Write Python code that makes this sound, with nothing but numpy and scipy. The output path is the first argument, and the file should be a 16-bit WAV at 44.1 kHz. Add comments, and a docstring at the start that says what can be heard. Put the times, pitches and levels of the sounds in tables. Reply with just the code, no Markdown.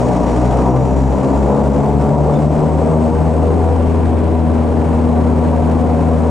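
"""Two propellers of a taxiing turboprop, heard from a window seat beside the engine.
They speed up for about three seconds, beating against each other, then settle on one note.
Their wash roars through the fuselage, air hisses along the skin, and two hissy turbine whines climb.
Cabin trim squeaks once. A limiter holds the peaks down."""
import sys
import numpy as np
from scipy import signal
from scipy.fft import rfft, irfft
from scipy.io import wavfile
from scipy.ndimage import uniform_filter1d, minimum_filter1d

SR = 44100
rng = np.random.default_rng(int(sys.argv[2]) if len(sys.argv) > 2 else 0)


def to_wav(s):
    """Save 16-bit WAV."""
    ch = np.atleast_2d(s).T  # columns
    pcm = np.round(np.clip(ch, -1, 1) * 32767)  # PCM
    wavfile.write(sys.argv[1], SR, pcm.astype(np.int16))


N = 277827
T = np.arange(N) / SR
FREQS = np.arange(N // 2 + 1) * SR / N
LEFT_RIGHT = np.array([[1], [-1]])
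FAR_LAG_PASSES = .52  # far propeller trails by this many blade passes at the start


def propellers(blade_hz, slip_hz, near_buzz_db=-2.9, far_buzz_db=-6.0):
    """Near and far propeller drone and buzz; their speed difference makes them beat."""
    # Upper harmonics under load. Each row: time in seconds, level in dB, tilt in dB per octave.
    buzz_curve = [(0, -23.5, 3.5), (.7, -18.5, 1.5), (1.0, -24, 0), (1.5, -20, 0), (2.4, -21.3, -1),
                  (2.9, -22, 0), (3.6, -23, -2), (4.2, -29, -0.5), (6.3, -25.5, 1.5)]
    # Cabin standing waves at the seat, per propeller. Each row: frequency in Hz, gain in dB.
    near_modes = [(60, -21.5), (66, -17.3), (69, -24), (72, -21.5), (76, -24), (80, -15.9), (120, -26),
                  (130, -17.5), (137, -26.5), (147, -17), (155, -14.8), (162, -26), (195, -28.5),
                  (216, -19.5), (228, -27), (240, -22.5), (270, -22), (325, -32)]
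    far_modes = [(60, -29), (66, -22), (72, -25.5), (80, -28.5), (120, -30.5), (150, -32), (163, -29),
                 (195, -28), (240, -33), (270, -24), (325, -36)]
    buzz_db, tilt_db_per_oct = curves(buzz_curve)
    far_hz = blade_hz - slip_hz
    near = undb(near_buzz_db) * blade_buzz(blade_hz, tilt_db_per_oct, flutter_hz=2.06)
    far = undb(far_buzz_db) * blade_buzz(far_hz, tilt_db_per_oct, flutter_hz=1.97)
    throb = blade_drone(blade_hz, near_modes) + blade_drone(far_hz, far_modes, FAR_LAG_PASSES)
    return throb + fuselage(undb(buzz_db) * beat_gain(slip_hz) * (near + far))


def blade_drone(blade_hz, modes, lag_passes=0, gain_db=1.1, lean_db=2.5, left_lead_rad=.4):
    """Harmonics 1-4 glide through the cabin's standing waves; gusts sway the higher ones more."""
    # Each row: multiple of the blade-pass rate, relative level in dB.
    harmonics = [(1, 0), (2, 0), (3, 0), (4, -3.5)]
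    # Third-harmonic swells. Each row: centre in seconds, half-length in seconds, lift in dB.
    third_swells = [(3.0, .17, 3.5), (5.1, .15, 4.5)]
    phase = 2 * np.pi * (np.cumsum(blade_hz) / SR - lag_passes)
    out = 0
    for k, db in harmonics:
        lift_db = swells_db(third_swells) if k == 3 else 0
        sway_db = .55 * k * wander(3.5)
        gain = gain_at(modes, k * blade_hz) * undb(db + lift_db + sway_db)
        out += gain * np.sqrt(2) * np.sin(k * phase + LEFT_RIGHT * left_lead_rad / 2)
    return out * undb(gain_db + LEFT_RIGHT * lean_db / 2)


def blade_buzz(blade_hz, tilt_db_per_oct, flutter_hz, steady=.72, spread_rad=.16, lean_db=1.0):
    """Harmonics 5-21; gusts through the disc shake each one, the higher the faster."""
    # Buzz spectrum in the cabin. Each row: frequency in Hz, gain in dB.
    colour = [(230, 4), (300, 6), (340, -4), (420, -1.5), (650, -2.5), (780, -6), (980, -9.5), (1100, -17),
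              (1300, -19.5), (1600, -40), (2400, -34)]
    phase = 2 * np.pi * np.cumsum(blade_hz) / SR
    out = 0
    for k in range(5, 22):
        start_rad = rng.uniform(0, 2 * np.pi)
        left_lead_rad = spread_rad * rng.standard_normal()
        angle = k * phase + start_rad + LEFT_RIGHT * left_lead_rad / 2
        rate_hz = flutter_hz * np.sqrt(k)
        tone = (steady + wander(rate_hz) / 2) * np.cos(angle) + wander(rate_hz) / 2 * np.sin(angle)
        tilt_db = tilt_db_per_oct * np.log2(k / 8)
        out += gain_at(colour, k * blade_hz) * undb(tilt_db) * tone
    return unit_rms(out) * undb(LEFT_RIGHT * lean_db / 2)


def beat_gain(slip_hz, depth_db=.9):
    """The roar rises with the two sets of blades out of step, sinks in step, and briefly surges."""
    # Surges during spin-up. Each row: centre in seconds, half-length in seconds, lift in dB.
    surges = [(.6, .05, 2), (1.53, .11, 2.2), (2.27, .12, 2.6), (2.84, .06, 1.8)]
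    lag_passes = np.cumsum(slip_hz) / SR + FAR_LAG_PASSES
    return undb(swells_db(surges) - depth_db * np.cos(2 * np.pi * lag_passes))


def airflow(blade_hz, slip_hz, rumble_db=-20.3, surge_db=.4, flicker_db=1.1, chop_depth=.14):
    """Prop wash shakes the fuselage; rush and hiss share a fast level flicker and pulse per blade."""
    # Each row: time in seconds, then relative levels of wash, skin rush and window hiss in dB.
    flow = [(0, -21, -39.5, -44.6), (.58, -20.6, -38.8, -45.2), (.7, -24.8, -43, -49.2),
            (1.05, -23, -42.2, -48.8), (1.22, -18.8, -41.5, -47.2), (2.1, -21, -43, -48.6),
            (3.5, -18.5, -42.4, -49.3), (4.2, -21, -42.1, -52.5), (5.0, -19.9, -42, -50.3),
            (6.3, -19.4, -42, -49.7)]
    # Spectra in the cabin. Each row: frequency in Hz, gain in dB.
    rumble_colour = [(15, -9), (30, -18), (55, -6.5), (90, -4.5), (120, -5), (150, 0.5), (190, -1.5),
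                     (280, 1), (350, -9.5), (500, -22), (900, -66.5)]
    wash_colour = [(150, -43.5), (280, -6.5), (400, -0.5), (620, -2.5), (760, -3.5), (900, -8.5),
                   (1010, -7.5), (1100, -13.5), (1400, -23), (2000, -41.5), (4000, -70)]
    rush_colour = [(700, -60), (1400, 5), (1900, -1), (2300, -2.5), (3000, -8), (4000, -14), (6000, -27),
                   (10000, -47)]
    hiss_colour = [(2500, -16), (4000, -1.5), (5200, 1), (6100, 0), (7500, 1), (8700, 0), (9400, -4),
                   (10200, -10), (11200, -14), (12500, -21), (15500, -26.5)]
    wash_db, rush_db, hiss_db = curves(flow)
    surge = beat_gain(slip_hz) * undb(surge_db * wander(6.0))
    flicker = undb(flicker_db * wander(46))
    chop = 1 + chop_depth * np.sin(2 * np.pi * np.cumsum(blade_hz) / SR)
    rumble = undb(rumble_db) * cabin_noise(rumble_colour)
    wash = fuselage(undb(wash_db - 3.6) * surge * cabin_noise(wash_colour))
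    rush = undb(rush_db + 1) * cabin_noise(rush_colour)
    hiss = undb(hiss_db - 1) * cabin_noise(hiss_colour)
    return rumble + wash + flicker * chop * (rush + hiss)


def cabin_noise(colour):
    """Turbulence arriving from many walls, a little stronger on the left."""
    # Each row: frequency in Hz, side minus mid in dB.
    width = [(60, -14), (130, -27), (250, -4), (500, -9.5), (1000, -9), (2000, -6), (4000, -8), (8000, -15),
             (12000, -4.5)]
    # Each row: frequency in Hz, left minus right in dB.
    lean = [(60, 4), (130, 6.5), (500, 3), (2000, 1.5), (4000, 1), (12000, 0)]
    mid, side = rfft(rng.standard_normal((2, N))) * gain_at(colour, FREQS)
    spectra = mid + LEFT_RIGHT * side * gain_at(width, FREQS)
    balance = gain_at(lean, FREQS) ** (LEFT_RIGHT / 2)
    ears = irfft(spectra * balance, N)
    return ears / np.std(ears.mean(axis=0))


def fuselage(x):
    """Panel resonances lift narrow bands of whatever passes through the wall."""
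    # Each row: centre in Hz, width in Hz, lift in dB.
    panels = [(251, 57, 3), (406.7, 21, 3.5), (476, 95, 3), (590, 48, 3), (730, 43, 4), (865, 31, 3),
              (951, 38, 5), (1159, 45, 5.5)]
    lift_db = sum(db / (1 + (2 * (FREQS - hz) / width_hz) ** 2) for hz, width_hz, db in panels)
    return irfft(rfft(x) * undb(lift_db), N)


def turbine():
    """Two spools wind up; turbulence smears each compressor tone into a hissy whine."""
    # Each row: time in seconds, low and high whine pitch in Hz, low and high whine level in dB.
    spools = [(0, 5570, 6600, -52, -52), (.6, 5750, 6800, -54, -54), (1.4, 5960, 7100, -58.5, -54),
              (2.2, 6188, 7740, -66, -60), (3.0, 6480, 8150, -62, -55), (3.8, 6647, 8500, -68, -58),
              (4.3, 6650, 8600, -67, -60), (6.3, 6800, 8650, -63, -59)]
    low_hz, high_hz, low_db, high_db = curves(spools)
    low = undb(low_db) * rough_tone(low_hz, width_hz=170)
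    high = undb(high_db) * rough_tone(high_hz, width_hz=420)
    return low + high


def trim_squeak(at_s=2.355, sigma_s=.018, hz=3540, db=-47.5, octave_db=-7):
    """A piece of cabin trim gives one faint, rough squeak."""
    pitch_hz = np.full(N, hz)
    tone = rough_tone(pitch_hz, width_hz=140)
    octave = undb(octave_db) * rough_tone(2 * pitch_hz, width_hz=180)
    envelope = np.exp(-.5 * ((T - at_s) / sigma_s) ** 2)
    return undb(db) * envelope * (tone + octave)


def rough_tone(hz, width_hz, side_db=-13):
    """Narrow stereo noise band that follows a pitch."""
    phase = 2 * np.pi * np.cumsum(hz) / SR
    mid, side = (wander(width_hz) * np.cos(phase) + wander(width_hz) * np.sin(phase) for _ in range(2))
    return mid + LEFT_RIGHT * undb(side_db) * side


def wander(rate_hz):
    """Smooth random motion, rms 1, rolling off around rate_hz."""
    lowpass = np.exp(-.5 * (FREQS / rate_hz) ** 2)
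    return unit_rms(irfft(rfft(rng.standard_normal(N)) * lowpass, N))


def swells_db(table):
    """Sum of Gaussian swells over time."""
    return sum(db * np.exp(-((T - at_s) / half_s) ** 2) for at_s, half_s, db in table)


def curves(table):
    """Each value column, interpolated linearly in time."""
    times_s, *columns = np.transpose(table)
    return [np.interp(T, times_s, column) for column in columns]


def gain_at(spectrum, hz):
    """Linear gain of a (Hz, dB) spectrum, interpolated in log frequency."""
    points_hz, db = np.transpose(spectrum)
    return undb(np.interp(np.log(np.maximum(hz, 1)), np.log(points_hz), db))


def undb(db):
    return 10 ** (np.asarray(db) / 20)


def unit_rms(x):
    return x / np.sqrt(np.mean(x ** 2))


def scene():
    """Propellers, their wash, the turbine and a squeak of trim."""
    # Near propeller. Each row: time in seconds, blade-pass rate in Hz.
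    speed = [(0.0, 61.11), (0.3, 60.71), (0.7, 64.43), (1.2, 67.28), (1.6, 70.39), (2.4, 74.71),
             (2.9, 79.04), (3.3, 79.01), (3.7, 82.11), (4.1, 81.02), (4.5, 80.08), (5.2, 80.38),
             (6.3, 80.25)]
    # Each row: time in seconds, near minus far blade-pass rate in Hz.
    slip = [(0.0, 0.76), (0.95, 1.92), (1.4, 3.29), (2.25, 4.1), (2.8, 3.33), (3.2, 0.07), (4.2, -0.17),
            (6.3, 0.07)]
    blade_hz = curves(speed)[0]
    slip_hz = curves(slip)[0]
    return propellers(blade_hz, slip_hz) + airflow(blade_hz, slip_hz) + turbine() + trim_squeak()


def record(dry):
    """A limiter ducks just before each peak and recovers within a blade pass or two; the top is cut."""
    threshold, slope, top_hz = undb(-3), .7, 15750
    attack_n, hold_n = int(.005 * SR), int(.02 * SR)
    peak = np.abs(dry).max(axis=0)
    allowed = (threshold / np.maximum(peak, threshold)) ** slope
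    held = minimum_filter1d(allowed, hold_n, origin=(hold_n - attack_n) // 2)
    gain = uniform_filter1d(held, attack_n)
    lowpass = signal.ellip(8, .2, 70, top_hz, fs=SR, output="sos")
    return signal.sosfilt(lowpass, dry * gain)


dry = scene()
out = record(dry)
to_wav(out)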